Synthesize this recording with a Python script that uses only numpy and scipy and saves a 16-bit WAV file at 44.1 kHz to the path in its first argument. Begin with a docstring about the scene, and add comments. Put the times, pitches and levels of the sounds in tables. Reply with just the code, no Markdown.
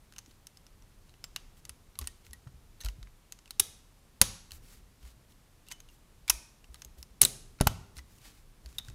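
"""Plastic toy bricks and plates are picked up, placed and pressed onto a model held over a table in a quiet room.
Each contact is a burst of tiny stud slips ringing the modes of the hollow plastic; some plates sing a short note.
Pushes swing softly and knock the modes of the table top, and brushing fingers are clumped grains of noise.
The room answers with a short noise tail, over low rumble and hiss made of coloured noise."""
import sys
import numpy as np
from scipy import signal
from scipy.fft import rfft, irfft
from scipy.io import wavfile
from scipy.ndimage import uniform_filter1d

SR = 44100
rng = np.random.default_rng(int(sys.argv[2]) if len(sys.argv) > 2 else 0)


def to_linear_factor(level_db):
    """Convert decibel levels (scalar or array-like) to linear amplitude factors."""
    exponent = np.asarray(level_db, float) / 20
    return 10 ** exponent


def dump(signal):
    """Clip the signal to [-1, 1] and save it as 16-bit WAV at the path in sys.argv[1]."""
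    limited = np.clip(np.atleast_2d(signal).T, -1, 1)
    pcm = np.round(limited * 32767).astype(np.int16)
    wavfile.write(sys.argv[1], SR, pcm)


N = 394254

# Strokes of fingers over studs. Each row: start in seconds, length in seconds, rms level in dB, centre in Hz.
STROKES = [(0.222, 0.15, -74, 5500), (1.05, .065, -76, 4000), (1.558, .051, -68.5, 8000),
           (1.992, .088, -62, 6000), (2.241, 0.051, -66.5, 5900), (2.802, .13, -64.5, 5900),
           (4.517, 0.07, -58, 7990), (4.606, 0.21, -63.5, 5700), (4.996, 0.14, -64.5, 4505),
           (5.28, 0.058, -71.5, 5930), (5.697, .045, -57.5, 4000), (5.879, 0.099, -71.5, 6900),
           (6.69, 0.2, -72.5, 8100), (6.968, 0.059, -65.5, 8500), (7.947, 0.063, -61.5, 6004),
           (8.051, 0.19, -69, 6815), (8.199, .13, -59, 3800), (8.28, 0.16, -70, 4490),
           (8.601, 0.26, -69, 5000), (8.81, 0.15, -68.5, 4960)]


def in_time(rows):
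    """A curve of (seconds, value) rows read at every sample."""
    return np.interp(np.arange(N) / SR, *np.transpose(rows))


def at_hz(points, hz):
    """A table of (Hz, value) rows read on a log-frequency axis."""
    points = np.array(points)
    return np.interp(np.log(hz), np.log(points[:, 0]), points[:, 1])


def rms_one(x):
    """Scales a sound to unit rms."""
    return x / np.sqrt(np.mean(x ** 2) + 1e-20)


def coloured(white, spectrum):
    """White noise shaped by a spectrum of (Hz, dB) rows, at unit rms."""
    hz = np.maximum(np.fft.rfftfreq(len(white), 1 / SR), 1)
    shaped = rfft(white) * to_linear_factor(at_hz(spectrum, hz))
    return rms_one(irfft(shaped, len(white)))


def add(out, sound, s):
    """Mixes a sound in at a time in seconds; whatever lies past the end is left out."""
    at = round(s * SR)
    out[at:at + len(sound)] += sound[:max(len(out) - at, 0)]


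def low_rumble():
    """Rumble through floor and table: bass-heavy noise whose level drifts."""
    # Each row: time in seconds, rms level in dB.
    rumble_level = [(0, -59.5), (1.4, -57.5), (2.8, -58), (2.96, -54.5), (3.2, -60), (4.4, -58.5),
                    (4.68, -54), (4.9, -58.5), (6.7, -59), (7.3, -54.5), (8.6, -58), (8.94, -52)]
    # Each row: frequency in Hz, relative density in dB per Hz.
    rumble_colour = [(15, -13), (25, 8), (55, -4.5), (120, -8.5), (250, -17), (500, -26.5), (1000, -49.5)]
    return to_linear_factor(in_time(rumble_level)) * coloured(rng.standard_normal(N), rumble_colour)


def steady_hiss():
    """Hiss: steady noise with a treble that slopes gently down."""
    # Each row: frequency in Hz, relative level in dB.
    hiss_colour = [(180, -31.5), (300, -4.5), (1110, -6.5), (1310, -8), (1450, -9.5), (11400, -16),
                   (15200, -21), (16500, -41.5)]
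    return to_linear_factor(-68) * coloured(rng.standard_normal(N), hiss_colour)   # rms level in dB


def room(x, first_s, early_t60):
    """Near reflections die fast; the diffuse tail dies band by band."""
    # Decay of the tail. Each row: frequency in Hz, t60 in seconds.
    room_decay = [(300, 0.61), (790, 0.67), (2090, 0.5), (5510, 0.55), (10000, .45), (14600, 0.23)]
    # Balance of the sound sent to the walls, used for the tail. Each row: frequency in Hz, relative level in dB.
    wall_colour = [(100, 2), (400, 4), (1000, -1), (2500, -2), (6000, -3.5), (10000, -4.5), (15000, -3)]
    tail_db, early_db = -19, -8.5   # energy of each part before the onset fade
    t = np.arange(SR * 3 // 4) / SR
    tail = np.zeros(len(t))
    edges = 45 * 2 ** np.arange(0, 9, .5)   # half-octave bands, Hz
    for low, high in zip(edges, edges[1:]):
        band_filter = signal.butter(2, [low, high], "band", fs=SR, output="sos")
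        band = signal.sosfilt(band_filter, rng.standard_normal(len(t)))
        hz = np.sqrt(low * high)
        tail += band * to_linear_factor(at_hz(wall_colour, hz) - 60 * t / at_hz(room_decay, hz))
    early = rng.standard_normal(len(t)) * to_linear_factor(-60 * t / early_t60)
    echo = (to_linear_factor(tail_db) * rms_one(tail) + to_linear_factor(early_db) * rms_one(early)) / np.sqrt(len(t))
    onset = np.clip(t / first_s, 0, 1) ** 2
    return signal.fftconvolve(x, echo * onset)[:N]


def fingers(grain_db, below_db, above_db):
    """Skin dragging on plastic: dense, uneven grains in clumps that swell and fade around a centre frequency."""
    swing_db, grip_ms = 2, 9.3   # skin sticks and lets go: depth, and time for one grip
    out = np.zeros(N)
    for s, length, level_db, centre_hz in STROKES:
        grains = rng.standard_normal(12000) * to_linear_factor(grain_db * np.minimum(rng.exponential(1, 12000), 4))
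        grips = np.arange(12000) * 1000 / SR / grip_ms
        clumps_db = swing_db * np.interp(grips, np.arange(100), rng.standard_normal(100))
        grains = (grains * to_linear_factor(clumps_db))[:round(length * SR)]
        # The spectrum falls with the square of the distance in octaves, at its own rate on each side.
        hump = [(centre_hz * 2. ** k, -(above_db if k > 0 else below_db) * k ** 2) for k in range(-5, 4)]
        swell = np.sqrt(2 * np.hanning(len(grains)))
        add(out, to_linear_factor(level_db) * coloured(grains, hump) * swell, s)
    return out


def table(rise_cycles):
    """A push is a soft, damped swing; its hard edge knocks the modes of the table top."""
    # Pushes into the table. Each row: start in seconds, peak in dB, push in Hz, gain of the knock in dB.
    pushes = [(.279, -52, 258, -82), (1.69, -52, 69.5, -59), (1.99, -44, 86, -64), (2.013, -37, 66, -50.5),
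              (2.291, -47.5, 63, -83), (2.466, -38, 121, -63), (2.53, -50.5, 66, -70),
              (2.844, -30, 57.2, -53), (2.866, -31.5, 52.6, -54), (2.984, -41.5, 114, -69),
              (2.999, -44, 44.7, -76.5), (3.598, -45, 86.3, -51.5), (4.214, -24, 98.7, -37.5),
              (4.516, -46, 72, -72), (5.031, -43, 53.5, -75), (5.062, -48, 55, -71.5),
              (5.101, -54, 54.6, -75), (6.288, -43, 54.6, -67.5), (6.33, -42.5, 55, -68),
              (6.691, -46, 59, -65), (6.85, -50, 59, -62), (6.974, -46, 60, -63), (7.216, -39, 140, -36),
              (7.231, -34, 125, -44.5), (7.249, -43.5, 131, -37.5), (7.6092, -12.5, 135, -28.5),
              (7.6676, -14, 101.2, -37), (7.7, -38, 130, -49), (7.97, -43, 64, -77),
              (8.649, -42.5, 59.5, -63), (8.884, -39, 105, -73), (8.899, -46, 60, -60)]
    # Modes of the table top. Each row: frequency in Hz, mean level in dB, t60 in seconds.
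    top_modes = [(44, -2.5, .4), (140, -9.5, 0.34), (193, 2.5, 0.067), (254, -5.5, 0.16), (390, 0.5, 0.063),
                 (532, -5.5, 0.075), (643, -4.5, .06), (850, -10, .05)]
    out, t = np.zeros(N), np.arange(16384) / SR
    for s, peak_db, push_hz, knock_db in pushes:
        # 82 ms at 100 Hz up to -41 dB; deeper pushes last longer, firm ones are held down and stop sooner.
        t60_ms = 82 * (100 / push_hz) ** 1.5 * to_linear_factor(-.42 * max(peak_db + 41, 0))
        rise = 1 - np.exp(-t * push_hz / rise_cycles)
        push = np.sin(2 * np.pi * push_hz * t) * to_linear_factor(-60 * t * 1000 / t60_ms) * rise
        knock = np.zeros(len(t))
        for hz, mode_db, t60 in top_modes:
            struck_db = mode_db + rng.normal(0, 2.5)   # every knock strikes the modes a little differently
            knock += to_linear_factor(struck_db - 60 * t / t60) * np.sin(2 * np.pi * hz * t)
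        add(out, to_linear_factor(peak_db) * push / np.abs(push).max() + to_linear_factor(knock_db) * knock, s)
    return out


def plates(rise_ms, twin_db, twin_gap):
    """Touched plates and hollows sing: each note swells within a touch and dies, blurred by a close twin mode.
    Flat plates beam their notes: returns the sound towards the listener and towards the walls."""
    # Each row: start in seconds, frequency in Hz, peak before the twin in dB,
    # how freely the plate is held from 0 to 1, level sent to the walls relative to the listener in dB.
    sung_notes = [(1.2406, 7570, -48, 0.3, -3), (1.363, 2870, -45, 0.5, -5), (1.9884, 1086, -44, 0.3, -5),
                  (2.0117, 1180, -52, 0.1, -3), (2.07, 1870, -54, 0.5, -3), (2.332, 1905, -51, 0.46, -5),
                  (2.807, 3900, -52, 0.3, -3), (2.811, 6150, -45, .2, -3), (2.812, 1820, -53.5, .2, -3),
                  (2.862, 1400, -49, 0.1, -5), (3.5982, 3770, -17, 0, -5), (3.6, 407, -47.5, 0.9, -6.5),
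                  (4.214, 194, -26.5, 0.81, -4.5), (4.2159, 6030, -14.5, 0, 0.5),
                  (4.218, 529, -30.5, 0.9, -4), (5.6856, 2760, -54, .2, -3),
                  (5.7136, 1030, -43.5, 0.01, -4), (5.722, 3000, -55.5, 0.7, 3),
                  (5.8872, 2810, -55.5, 0, -4.5), (6.279, 2330, -39.5, 0.7, -2.5),
                  (6.298, 970, -29, 0.1, -7.5), (6.2969, 5520, -16.5, 0.03, -2), (6.3, 2543, -21.5, 0, 2),
                  (6.7423, 1250, -54.5, 0, -6), (7.25, 3960, -17.5, 0.08, -2.5),
                  (7.611, 1374, -32, 0.14, 1), (7.61, 646, -19, 0.18, -8), (7.671, 850, -17, 0.3, -10),
                  (7.671, 1380, -21.5, 0.2, -0.5), (7.67, 2990, -26, 0.5, 1.5), (7.989, 1980, -51, .3, 3),
                  (8.7836, 3720, -27, .5, 0), (8.797, 3760, -53, 0.95, -3)]
    out, around, t = np.zeros(N), np.zeros(N), np.arange(8192) / SR
    for s, hz, peak_db, free, wall_db in sung_notes:
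        # 15 ms for a gripped note of -32.5 dB; louder ones are damped sooner, a free plate rings 4.5 times as long.
        t60_ms = 15 * to_linear_factor(-.45 * (peak_db + 32.5)) * 4.5 ** np.clip(free, 0, 1)
        shape = (1 - np.exp(-t * 1000 / rise_ms)) * to_linear_factor(-60 * t * 1000 / t60_ms)
        phase, twin_phase, side = rng.random(3)
        twin_hz = hz * (1 + twin_gap * np.sign(side - .5))   # above or below by chance
        twin = to_linear_factor(twin_db) * np.sin(2 * np.pi * (twin_hz * t + twin_phase))
        tone = np.sin(2 * np.pi * (hz * t + phase)) + twin
        note = to_linear_factor(peak_db) * shape / shape.max() * tone
        add(out, note, s)
        add(around, to_linear_factor(wall_db) * note, s)
    return out, around


def ticks():
    """Brushing fingers nudge loose studs: one faint contact at a chance moment of each stroke."""
    level_db, spread_db, slip_ms = -60.5, 5, 3.4
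    contacts = []
    for s, length, *_ in STROKES:
        when, pitch, size = rng.random(3)
        tick_db = level_db + spread_db * (2 * size - 1)
        contacts.append((s + length * when, tick_db, 2500 * 3 ** pitch, 0, slip_ms))
    return contacts


def bricks(favour_db, favour_width, scatter_db, slip_db):
    """Each contact: slips that start sharply and thin out, ringing all modes with a balance of its own.
    Returns the sound towards the listener and the average over all directions, which has no interference dips."""
    # Each row: start in seconds, level in dB, strongest ring in Hz,
    # brightness of high over low modes in dB, slip length in ms.
    brick_contacts = [(.1236, -47, 1510, 4, 1.3), (.1367, -51, 1550, 4, 0.91),
                      (.1619, -44.5, 2860, -4, 3.5), (.1827, -34, 6200, 7, 1.3), (.1874, -36.5, 6150, 3, 2),
                      (.2603, -49.5, 5900, 0, 1.6), (.3092, -56, 4260, 1, 6), (.469, -38.5, 6100, 16, 1.9),
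                      (.572, -45.5, 5100, 6, 1.4), (.6664, -46.5, 5480, 5, 0.96),
                      (.8222, -52.5, 5870, 0, 1.4), (1.0941, -53, 3960, -2, 1.2),
                      (1.1397, -52.5, 2880, -10, 0.87), (1.2411, -30, 5200, 3, 1.4),
                      (1.3614, -24, 4140, 1, 1.88), (1.6514, -38, 6300, 9, 2.3),
                      (1.6935, -31.5, 10600, 6, 1.34), (1.9546, -47, 3880, -10, 1.5),
                      (1.9893, -23.5, 10800, 25, 0.21), (2.0133, -38, 8900, 2, 1.6),
                      (2.0149, -46, 4280, -10, 5.7), (2.0251, -45, 2500, -6, 1),
                      (2.0412, -45, 5940, -10, 3.4), (2.0725, -25, 8740, 15, 1.9),
                      (2.2659, -46.5, 2400, -1, 0.68), (2.309, -51, 6070, 6, 2.3),
                      (2.332, -35, 10300, 12, 2.1), (2.4721, -51, 1510, -13, 6),
                      (2.8045, -42, 3900, 9, 4.1), (2.81, -41.5, 3920, 24, 6.6), (2.819, -49, 6100, 3, 9.9),
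                      (2.8362, -44, 3830, -1, 2.2), (2.8472, -34, 12000, 3, 3.7),
                      (2.8592, -34, 4500, 6, 2.7), (2.8635, -39.5, 1500, -2, 2.5),
                      (2.8856, -35.5, 2950, -4, 1.9), (3.0289, -43.5, 4160, -3, 0.71),
                      (3.0717, -51, 1980, -18, 3.4), (3.3226, -32, 6300, 13.5, 0.88),
                      (3.3884, -49, 7240, -1.5, 2.9), (3.4577, -48, 3050, 2.5, 0.6),
                      (3.4768, -51, 2640, -3, 2.1), (3.5073, -30, 4220, 17, 1.26),
                      (3.5965, -15.5, 5900, 14.5, 1.51), (3.5983, -8.5, 10260, 22.5, 2.7),
                      (4.2148, -0.5, 10350, 12, 1.07), (4.2195, -24.5, 6200, 3.5, 4.1),
                      (4.5078, -41.5, 2940, 5, 1.5), (4.5183, -35, 4390, 13, 1.5),
                      (5.6663, -56, 2634, 5, 5), (5.6757, -54, 3960, 0, 5), (5.6856, -42, 2970, 21, 0.85),
                      (5.7075, -50, 3980, -5, 4.2), (5.7135, -35, 2110, 2, 6.2),
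                      (5.7215, -33, 6330, 6, 1.3), (5.8023, -42, 6500, 5, 2), (5.8872, -53.5, 3480, 6, 3.2),
                      (6.279, -33.5, 2330, 5, 3), (6.2864, -33.5, 3440, -0.5, 1.4),
                      (6.2977, -10, 6000, 28, 5.25), (6.3025, -22.5, 9660, -11, 2.13),
                      (6.643, -48.5, 2700, -1.5, 2.4), (6.7439, -39, 10300, 4.5, 0.55),
                      (6.7557, -49.5, 3830, -5, 3.6), (6.8193, -37, 6100, 0.5, 2.35),
                      (6.848, -37, 6270, 24.5, 0.66), (7.0277, -35, 5410, 14, 1.2),
                      (7.2135, -20.5, 8400, -1, 1.9), (7.2161, 1, 9930, 28.5, 1.52),
                      (7.227, -20.5, 8400, 10.5, 3.1), (7.2306, -15.5, 6450, 7.5, 0.97),
                      (7.2345, -17.5, 6400, 12, 3.8), (7.2503, -9.5, 8040, 27.5, 1.6),
                      (7.2535, -20, 4000, 8.5, 1.7), (7.5874, -53, 2330, -15, 4.7),
                      (7.6016, -34, 4770, -17, 2.2), (7.6104, -17, 10080, 11, 2.44),
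                      (7.618, -33, 1697, -18, 2.5), (7.6707, -14.5, 11800, 6, 4.06),
                      (7.968, -41, 3870, 10, 2.1), (7.9775, -44, 9160, 15, 4.9),
                      (7.9844, -40.5, 5260, -13, 2.3), (7.989, -44, 2005, -1, 4.1),
                      (8.1843, -55, 8560, 6, 1.5), (8.6603, -41, 4530, 4, 0.4), (8.7268, -53, 1510, 4, 1.9),
                      (8.7836, -32, 11400, 7, 5.3), (8.797, -43, 3800, -11, 2.2),
                      (8.8485, -49, 3680, 1, 1.3), (8.8842, -41.5, 1510, 3, 1.4),
                      (8.8992, -47, 7250, 1, 2.2)]
    # Modes of the brick model. Each row: frequency in Hz, level before each contact's balance in dB, t60 in ms.
    brick_modes = [(764, -11, 8), (994, -6.5, 36), (1250, 0, 12), (1510, 5, 9.1), (1980, 0.5, 14),
                   (2330, 0, 6.1), (2684, -3, 13), (3000, -4, 8.5), (3400, -7, 9), (3900, -1.5, 5.3),
                   (4540, -5, 8), (5170, -4.5, 6.5), (5700, -3.5, 6.1), (6190, -2.5, 5.3), (6510, -1.5, 7),
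                   (7480, 3.5, 3), (8400, 1, 5.5), (9050, 2, 4.6), (10270, 2.5, 6.4), (11070, 0, 5),
                   (12090, -1.5, 8.4), (13280, -11.5, 5), (13060, -5.5, 14), (14500, -5.5, 4.9),
                   (15100, -3, 2.6), (15900, -5, 3)]
    out, around, t = np.zeros(N), np.zeros(N), np.arange(1024) / SR
    hz, mode_db, t60_ms = np.transpose(brick_modes)
    rings = np.sin(2 * np.pi * hz[:, None] * t) * to_linear_factor(-60 * t * 1000 / t60_ms[:, None])
    powers = np.abs(rfft(rings)) ** 2
    signs = (-1) ** np.arange(len(hz))
    for s, level_db, ring_hz, bright_db, slip_ms in brick_contacts + ticks():
        # Brightness weakens the low modes by its share and lifts the high ones by the rest.
        narrowing_db = .1 * max(-29.5 - level_db, 0)   # light touches wake the far modes less
        low_db = -11 - .6 * bright_db - narrowing_db
        high_db = -10 + (1 - .6) * bright_db - narrowing_db
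        tilt_db = at_hz([(1600, low_db), (3500, 0.0012), (6000, 0), (10000, high_db)], hz)
        # The place where the plate is held favours the modes near one ring.
        near_db = favour_db * np.exp(-.5 * (np.log(hz / ring_hz) / favour_width) ** 2)
        gains = to_linear_factor(mode_db + tilt_db + near_db + scatter_db * rng.standard_normal(len(hz)))

        slips = rng.choice([-1, 1], 600) * to_linear_factor(slip_db * np.minimum(rng.exponential(1, 600), 3))
        slips *= np.exp(-(t[:600] * 1000 / max(slip_ms, .1)) ** 3)
        # Each mode keeps its share of the energy, whatever the spectrum of the slips.
        slip_power = np.abs(rfft(slips, len(t))) ** 2
        drive = np.sqrt(powers @ slip_power / powers.sum(axis=1))
        click = signal.fftconvolve(slips, (gains / drive * signs) @ rings)
        loudest_ms = uniform_filter1d(click ** 2, size=44).max()   # power over the loudest millisecond
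        click *= to_linear_factor(level_db) / np.sqrt(2 * loudest_ms)

        # The favoured ring is beamed: a share of its lead in dB is lost on the walls.
        spread = gains * to_linear_factor(-.45 * near_db)
        smooth_spectrum = np.sqrt(uniform_filter1d(spread ** 2 @ powers, size=10))
        pulse = np.roll(irfft(smooth_spectrum), 128)[:512]   # centred on sample 128
        pulse *= np.linalg.norm(click) / np.linalg.norm(pulse)   # same energy as the click
        add(out, click, s - .0004)
        add(around, pulse, s + slip_ms / 2000 - 128 / SR)   # centred halfway through the slip length
    return out, around


def scene():
    """Hands at the table, the room around them."""
    background = low_rumble() + steady_hiss()
    hands = table(rise_cycles=.6) + fingers(grain_db=3.0, below_db=0.5, above_db=2.5)
    notes, notes_around = plates(rise_ms=.8, twin_db=-8.0, twin_gap=0.046)
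    clicks, clicks_around = bricks(favour_db=10.0, favour_width=.07, scatter_db=1.5, slip_db=5.5)
    walls = clicks_around + hands + notes_around
    echoes = room(walls, first_s=0.0029, early_t60=0.034)
    return (clicks + notes + hands + echoes + background)[None]


def top_cut(x):
    """Nothing passes above the cut-off."""
    return signal.sosfilt(signal.butter(12, 16830, fs=SR, output="sos"), x)


def record(dry):
    """The loudest snaps are rounded near full scale; deep bass and the top are cut."""
    rounded = dry / (1 + np.abs(dry / .97) ** 4) ** .25
    low_cut = signal.sosfilt(signal.butter(2, 22, "high", fs=SR, output="sos"), rounded)
    finished = signal.sosfilt(signal.cheby2(10, 60, 16900, fs=SR, output="sos"), low_cut)
    return top_cut(finished)


dry = scene()
out = record(dry)
dump(out)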